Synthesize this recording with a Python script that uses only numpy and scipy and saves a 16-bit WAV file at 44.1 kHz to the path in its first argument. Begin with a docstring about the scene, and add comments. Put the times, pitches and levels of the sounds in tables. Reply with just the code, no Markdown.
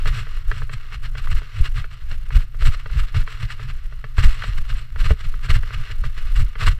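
"""A mountain bike runs fast down a dirt forest trail, heard from a camera on the rider. The tyres crunch dirt
and dry leaves; short scuffs surge with crunch and rub: spiky noise, coloured by the camera case. Chain and
cables slap the frame, and two flicked stones tick: short bursts of damped modes. Air buffets and tyres drum as
low noise; bumps boom as decaying sines, and a thin hiss follows the rumble. The camera rocks after each scuff
in slow pulses; its electronics whine in faint sine tones."""
import sys
import numpy as np
from scipy import signal
from scipy.fft import rfft, irfft, next_fast_len
from scipy.io import wavfile
from scipy.ndimage import uniform_filter1d, map_coordinates

SR = 44100
rng = np.random.default_rng(int(sys.argv[2]) if len(sys.argv) > 2 else 0)


def digitize_waveform(pressure):
    """Quantize a signal to 16-bit integers and store it at the path in sys.argv[1].

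    Rows of a 2-D input are taken as channels; values are limited to [-1, 1].
    """
    field = np.atleast_2d(pressure).T
    bounded = np.clip(field, -1, 1)
    quanta = np.round(bounded * 32767).astype(np.int16)
    wavfile.write(sys.argv[1], SR, quanta)


N = 299421

# surges of crunch and rub: # (crest time [s], crunch level [dB], half-length [s], drumming level [dB])
SCUFF_EVENTS = [(0.081, -28.5, 0.012, -30.5), (0.175, -34.5, 0.035, -27.5), (0.31, -49, 0.021, -39),
                (0.572, -43.5, 0.052, -31.5), (0.737, -38, 0.013, -31.5), (0.942, -38, 0.014, -34.5),
                (1.051, -38, 0.016, -34.5), (1.187, -36.5, 0.012, -28.5), (1.244, -43.5, 0.022, -38),
                (1.319, -33.5, 0.011, -28.5), (1.377, -37.5, 0.017, -48), (1.582, -41, 0.032, -27.5),
                (1.659, -32.5, 0.015, -36), (1.782, -34, 0.018, -25.5), (1.929, -43, 0.014, -37),
                (2.121, -44.5, 0.028, -40.5), (2.33, -37, 0.0081, -28.5), (2.365, -32, 0.011, -16.5),
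                (2.41, -42.5, 0.022, -47), (2.622, -36, 0.017, -28), (2.67, -25.5, 0.013, -22),
                (2.735, -37, 0.017, -44), (2.802, -46.5, 0.017, -50), (2.95, -41, 0.03, -33),
                (2.998, -31.5, 0.012, -32), (3.042, -40, 0.008, -37), (3.087, -43, 0.012, -44),
                (3.166, -31.5, 0.014, -19.5), (3.207, -37, 0.015, -34), (3.319, -38, 0.032, -46),
                (3.424, -37, 0.023, -27), (3.514, -36, 0.018, -38), (3.627, -40, 0.021, -27),
                (3.7, -38.5, 0.012, -32.5), (4.196, -28, 0.013, -19.5), (4.244, -23, 0.012, -21),
                (4.293, -36.5, 0.044, -48), (4.447, -38, 0.06, -37), (4.583, -38, 0.007, -32),
                (4.705, -35, 0.015, -33.5), (4.785, -42, 0.032, -38), (5.004, -34, 0.013, -30.5),
                (5.057, -29, 0.013, -24), (5.106, -33.5, 0.017, -24.5), (5.207, -39.5, 0.015, -38),
                (5.252, -38, 0.0094, -29), (5.453, -36, 0.016, -31.5), (5.508, -25.5, 0.011, -21),
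                (5.556, -28.5, 0.014, -23.5), (5.74, -35.5, 0.011, -31), (5.787, -43.5, 0.032, -31.5),
                (5.919, -38, 0.0061, -25), (6.054, -38, 0.012, -27.5), (6.185, -39.5, 0.012, -33.5),
                (6.285, -43, 0.023, -44), (6.368, -33, 0.012, -31), (6.409, -35.5, 0.014, -22.5),
                (6.626, -29, 0.021, -30), (6.675, -23, 0.011, -18.5), (6.716, -35.5, 0.012, -31)]
# chain and cables on the frame: (time [s], level [dB], hollow knock re level [dB])
SLAP_EVENTS = [(0.0568, -16, -23), (0.2688, -26, -22), (0.5145, -10.5, -26.5), (0.619, -17.5, -29),
               (0.694, -25.5, -19.5), (0.922, -27.5, -25), (1.1515, -25, -18.5), (1.272, -18.5, -30),
               (1.378, -29, -24), (1.4177, -29, -19), (1.842, -21.5, -30), (2.1127, -25, -28),
               (2.3052, -22, -29), (2.5438, -33.5, -16.5), (2.6217, -21, -19.5), (2.7436, -21, -34),
               (2.8588, -20, -23), (2.8993, -27, -28), (3.1446, -20, -23), (3.275, -18, -34),
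               (3.5022, -20, -34), (3.5955, -25.5, -21), (3.9237, -30, -17.5), (4.041, -22.5, -21),
               (4.1815, -11, -25.5), (4.4207, -14.5, -42), (4.4397, -20.5, -18.5), (4.959, -21, -24.5),
               (5.1065, -14.5, -8.5), (5.3395, -24.5, -26), (5.4864, -24, -28), (5.633, -22, -25),
               (5.7058, -22.5, -21), (5.9, -30, -18), (6.0382, -19.5, -24.5), (6.554, -23, -23.5),
               (6.622, -15.5, -22), (6.6761, -7, -32)]
# crunch as it sounds through the case: (frequency [Hz], density [dB per Hz])
CRUNCH_SPECTRUM = [(200, -14), (340, -24.5), (420, -9.5), (490, -14), (560, -17), (620, -13.5), (860, -17),
                   (1200, 0), (2000, -2), (3500, -9.5), (4400, -14), (4800, -16.5), (5700, -19.5),
                   (6500, -32.5), (9500, -31.5), (15500, -40.5)]


def amp(db):
    """Decibels to gain."""
    return 10 ** (np.asarray(db) / 20)


def unit(x):
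    """Scale to rms 1."""
    return x / np.sqrt(np.mean(x ** 2) + 1e-20)


def along(points, hz):
    """Interpolate (Hz, value) points on a log frequency axis."""
    f, v = np.transpose(points)
    return np.interp(np.log(hz + 1), np.log(f + 1), v)


def curves(rows):
    """One value per sample for each column after the time."""
    s, *cols = np.transpose(rows)
    return [np.interp(np.arange(N) / SR, s, c) for c in cols]


def wobble(rate):
    """A smooth random curve, rate knots a second."""
    knots = rng.standard_normal(N // 20)
    return map_coordinates(knots, [np.arange(N) * rate / SR], mode="wrap")


def swells(rows):
    """Gain of bell-shaped swells (s, dB, half-length s), summed in power."""
    t = np.arange(N) / SR
    power = sum(amp(2 * db) * np.exp(-((t - s) / length) ** 2) for s, db, length in rows)
    return np.sqrt(power + 1e-20)


def filtered(x, response):
    """x times a response of frequency."""
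    m = next_fast_len(N + SR // 2)
    return irfft(rfft(x, m) * response(np.fft.rfftfreq(m, 1 / SR)), m)[:N]


def coloured(x, gain_db):
    """Causal minimum-phase colouring by a dB function of frequency, at rms 1."""
    size = 8192
    cepstrum = irfft(np.log(amp(gain_db(np.fft.rfftfreq(size, 1 / SR)))))
    # fold the cepstrum onto positive time
    cepstrum[1:size // 2] *= 2
    cepstrum[size // 2 + 1:] = 0
    impulse = irfft(np.exp(rfft(cepstrum)))
    return unit(signal.fftconvolve(x, impulse)[:N])


def rumble(spectrum, steady_s):
    """Low noise whose rms stays near 1 over spans of steady_s."""
    x = filtered(rng.standard_normal(N), lambda hz: amp(along(spectrum, hz)))
    envelope = np.abs(signal.hilbert(x))
    power = uniform_filter1d(envelope ** 2, max(int(steady_s * SR), 1)) / 2
    return x / np.sqrt(np.abs(power) + 1e-20)


def ring(modes, t, attack_s):
    """Damped modes (Hz, dB, t60 s) at new strengths for each blow, peak 1."""
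    hz, db, t60_s = np.transpose(modes)[:, :, None]
    size, detune, phase = rng.standard_normal((3, len(modes), 1))
    swing = amp(1.5 * size) * np.sin(2 * np.pi * hz * (1 + 0.012 * detune) * t + 1.2 * phase)
    attack = 1 - np.exp(-(t / attack_s) ** 2)
    x = (amp(db - 60 * t / t60_s) * swing).sum(0) * attack
    return x / np.abs(x).max()


def add(track, s, x):
    """Mix x into the track at time s."""
    part = track[max(round(s * SR), 0):][:len(x)]
    part += x[:len(part)]


def grit(spread_db):
    """White noise with a random level at every sample: thousands of tiny uneven snaps."""
    return rng.standard_normal(N) * amp(spread_db * rng.standard_normal(N))


def crunch():
    """Grit and leaves break in thousands of tiny snaps; surges of crunch and rub come at every scuff."""
    # steady rolling over dirt: (time [s], level [dB])
    rolling_levels = [(0, -44), (0.33, -47.5), (0.68, -53.5), (0.83, -43.5), (1.0, -54), (1.6, -50.5),
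                      (1.88, -53), (2.2, -54), (2.55, -56), (3.05, -49.5), (3.4, -50.5), (4.1, -53.5),
                      (4.35, -43.5), (4.87, -53.5), (5.35, -50), (5.65, -46.5), (5.95, -49.5),
                      (6.79, -50.5)]
    # narrow resonances of the case: (frequency [Hz], width [Hz], gain [dB])
    case_resonances = [(1225, 30, 2), (1812, 12, -16), (1925, 100, 0.5), (2417, 46, -21.5), (2515, 190, 3),
                       (2850, 138, 6.5), (4188, 92, 9), (7300, 1860, 10), (11400, 900, 4.5)]
    light_tilt = [(300, 5.4), (900, 1.9), (4000, 1.2), (5700, 2.2), (8000, 0.54), (15000, 4)]
    crackle_spectrum = [(2000, -33), (4200, 2.5), (5300, -3.0), (6500, -10), (7500, 6.0),
                        (8300, 7), (9300, -23), (11500, -7.0), (15000, -23)]
    uneven_db, uneven_rate_hz = 2, 16

    def case_db(hz):
        peaks = sum(db / (1 + (2 * (hz - f) / width) ** 2) for f, width, db in case_resonances)
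        return along(CRUNCH_SPECTRUM, hz) + peaks

    # light rolling is duller than a scuff
    light = coloured(grit(spread_db=6.5), lambda hz: case_db(hz) + along(light_tilt, hz))
    rolling = amp(curves(rolling_levels)[0] + uneven_db * wobble(rate=uneven_rate_hz)) * light

    surge = swells([row[:3] for row in SCUFF_EVENTS])
    scuffing = amp(-0.02) * surge * coloured(grit(spread_db=6), case_db)

    # the hardest scuffs add a sharp crackle
    sharp = coloured(grit(spread_db=6.0), lambda hz: along(crackle_spectrum, hz))
    hardness = (surge / surge.max()) ** 0.28
    crackle = amp(-17.5) * surge * hardness * sharp * amp(3.9 * wobble(rate=34))
    return (rolling + scuffing + crackle) * amp(1.6 * wobble(rate=130))


def buffeting():
    """Air on the microphone: low noise, an uneven steady flow plus gusts."""
    # crests: (time [s], level [dB], half-length [s])
    gusts = [(.07, -14, 0.071), (.5, -14.5, 0.032), (.66, -18, 0.022), (1.07, -26, 0.05),
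             (1.32, -11.5, 0.048), (1.62, -10, 0.019), (1.75, -15.5, 0.027), (2.13, -20.5, 0.096),
             (2.37, -9, 0.027), (2.66, -6.5, 0.027), (2.98, -13.5, 0.053), (3.19, -12, 0.023),
             (3.84, -21, 0.035), (4.25, -5, 0.043), (4.58, -15.5, 0.065), (4.74, -18, 0.03),
             (5.04, -12, 0.061), (5.53, -10.5, 0.044), (5.79, -23, 0.036), (6.05, -14.5, 0.058),
             (6.24, -18, 0.055), (6.39, -11.5, 0.057), (6.68, -11, 0.037)]
    # steady flow: (time [s], level [dB])
    airflow = [(0, -27.5), (0.8, -25), (1.9, -30.5), (3.4, -30), (4.1, -31), (4.8, -37.5), (5.4, -17),
               (5.9, -27), (6.79, -30.5)]
    # (frequency [Hz], density [dB per Hz])
    buffet_spectrum = [(8, -17.5), (16, 8.5), (26, -0.5), (45, -6.5), (68, -18.5), (95, -25), (200, -54),
                       (400, -85)]
    flow = amp(curves(airflow)[0] + 4.5 * wobble(rate=18))
    return np.hypot(flow, swells(gusts)) * rumble(buffet_spectrum, steady_s=0.11)


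def drumming():
    """Tyres drum as low noise that swells under each scuff; the bike shudders after each slap."""
    # (frequency [Hz], density [dB per Hz])
    drum_spectrum = [(45, -17), (75, -5.5), (120, 4.5), (135, -3), (155, -16.5), (205, -33.5), (250, -38),
                     (330, -51), (700, -67.5)]
    lag_s, floor_db = 0.007, -46.5  # lag behind the crunch; level on smooth ground
    shudder_db, shudder_lag_s, shudder_s = 9.5, 0.011, 0.0089  # re knock; delay; half-length
    loads = [(s + lag_s, db, 1.1 * length) for s, _, length, db in SCUFF_EVENTS]
    shudders = [(s + shudder_lag_s, db + knock_db + shudder_db, shudder_s)
                for s, db, knock_db in SLAP_EVENTS]
    level = np.hypot(amp(floor_db), swells(loads + shudders)) * amp(2.8 * wobble(rate=25))
    return level * rumble(drum_spectrum, steady_s=0.03)


def fizz(shake):
    """A thin hiss that swells with each swing of the rumble."""
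    hiss_spectrum = [(300, 11), (4000, 2), (15000, -2.0)]
    hiss = coloured(rng.standard_normal(N), lambda hz: along(hiss_spectrum, hz))
    swing = filtered(shake, lambda hz: 1 / (1 + (hz / 70) ** 4))
    return amp(-38.5) * (np.abs(swing) + amp(-36)) * hiss


def whine():
    """Faint high tones of the camera's electronics: one steady, one beating."""
    t = np.arange(N) / SR
    steady, high, beat = [np.sin(2 * np.pi * hz * t) for hz in (8000, 14176, 30)]
    beating = high * (1 + 1.1 * beat + 0.24 * wobble(rate=25))
    return amp(-80) * steady + amp(-75.5) * beating


def slaps():
    """Each slap rings damped frame modes, knocks the hollow case and chatters briefly as noise."""
    # frame modes: (frequency [Hz], level [dB], t60 [s])
    frame_modes = [(997, -2.5, 0.015), (1201, -1, 0.024), (1340, -3.5, 0.031), (1507, 2.5, 0.019),
                   (1728, -2, 0.026), (1977, -6.5, 0.04), (2220, -8, 0.026), (2670, -15, 0.052),
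                   (3235, -15.5, 0.043), (4090, -25.5, 0.053), (4370, -17, 0.024), (5640, -28, 0.013)]
    # hollow tones of the camera case: (frequency [Hz], level [dB], t60 [s])
    case_modes = [(227, -9, 0.041), (432.5, -3, 0.08), (470, -8.5, 0.044), (605, -1.5, 0.037),
                  (787, -10, 0.02)]
    out, chatter, t = np.zeros(N), np.zeros(N), np.arange(SR // 10) / SR
    for s, db, knock_db in SLAP_EVENTS:
        add(out, s, amp(db - 4.0) * ring(frame_modes, t, attack_s=0.00078))
        # the next link lands
        add(out, s + 0.00258, amp(db - 19) * ring(frame_modes, t, attack_s=0.0023))
        add(out, s, amp(db + knock_db + 8.0) * ring(case_modes, t, attack_s=0.0003))
        add(chatter, s, amp(db - 24.5 - 60 * t / 0.079))
    noise = coloured(rng.standard_normal(N), lambda hz: along(CRUNCH_SPECTRUM, hz))
    return out + chatter * noise


def rocking():
    """After each scuff the camera rocks on its mount: one soft push, alternately up and down."""
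    lag_s, push_s = 0.0282, 0.0068
    db_per_scuff_db, full_scale_db = 0.68, 7
    out, t = np.zeros(N), np.arange(SR // 6) / SR
    u = t / push_s
    push = u ** 2 * (1 - u / 3) * np.exp(-u)
    push = push / push.max()
    for k, (s, db, *_) in enumerate(SCUFF_EVENTS):
        gain = amp(db_per_scuff_db * db + full_scale_db)
        add(out, s + lag_s, (-1) ** k * gain * push)
    return out


def jolts():
    """Hard bumps swing the camera: a decaying sine boom with a dull thud of low noise."""
    # (time [s], boom level [dB], boom pitch [Hz], thud level [dB])
    bumps = [(1.603, -4, 62.6, -35), (2.117, -34, 60, -35), (2.14, -42, 60.4, -42), (2.36, -5, 72.4, -30),
             (2.662, -11, 80, -39), (2.96, -5, 58.6, -36), (3.152, -7, 82, -39), (4.183, -3, 79.5, -41),
             (4.237, -3.5, 77, -42), (4.485, -14.5, 100, -41), (5.107, 2, 59.6, -17.5),
             (5.497, -1, 59, -33), (6.02, -14, 66, -46), (6.414, -10.5, 74, -40), (6.674, -1.5, 75, -31)]
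    # (frequency [Hz], density [dB per Hz])
    thud_spectrum = [(80, -1), (170, 5), (250, -3), (330, -17), (400, -3.5), (480, -7), (600, -13),
                     (900, -20), (2000, -63)]
    boom_t60_s, thud_t60_s = 0.094, 0.07
    boom, thud, t = np.zeros(N), np.zeros(N), np.arange(SR // 5) / SR
    rise = 1 - np.exp(-t / 0.0037)
    for s, db, hz, thud_db in bumps:
        add(boom, s, amp(db - 60 * t / boom_t60_s) * np.sin(2 * np.pi * hz * t) * rise)
        add(thud, s, amp(thud_db - 60 * t / thud_t60_s) * rise)
    return boom + thud * rumble(thud_spectrum, steady_s=0.027)


def stones():
    """Small stones flicked by the tyres tick as high damped modes."""
    # (time [s], peak level [dB])
    stone_ticks = [(2.114, -31), (2.747, -31)]
    # (frequency [Hz], level [dB], t60 [s])
    stone_modes = [(2780, 3, .02), (4120, -1, .025), (5520, -2, 0.02), (5720, -6, .02), (7960, -17, 0.013)]
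    out, t = np.zeros(N), np.arange(SR // 10) / SR
    for s, db in stone_ticks:
        add(out, s, amp(db) * ring(stone_modes, t, attack_s=0.0005))
    return out


def scene():
    """Everything at the one microphone."""
    shake = buffeting() + drumming() + rocking() + jolts()
    return (crunch() + shake + fizz(shake) + whine() + slaps() + stones())[None]


def record(dry):
    """The camera rounds off the highest peaks and keeps nothing above its band limit."""
    ceiling, top_hz = 0.95, 15550
    rounded = dry[0] / (1 + np.abs(dry[0] / ceiling) ** 6) ** (1 / 6)
    return filtered(rounded, lambda hz: hz < top_hz)[None]


dry = scene()
out = record(dry)
digitize_waveform(out)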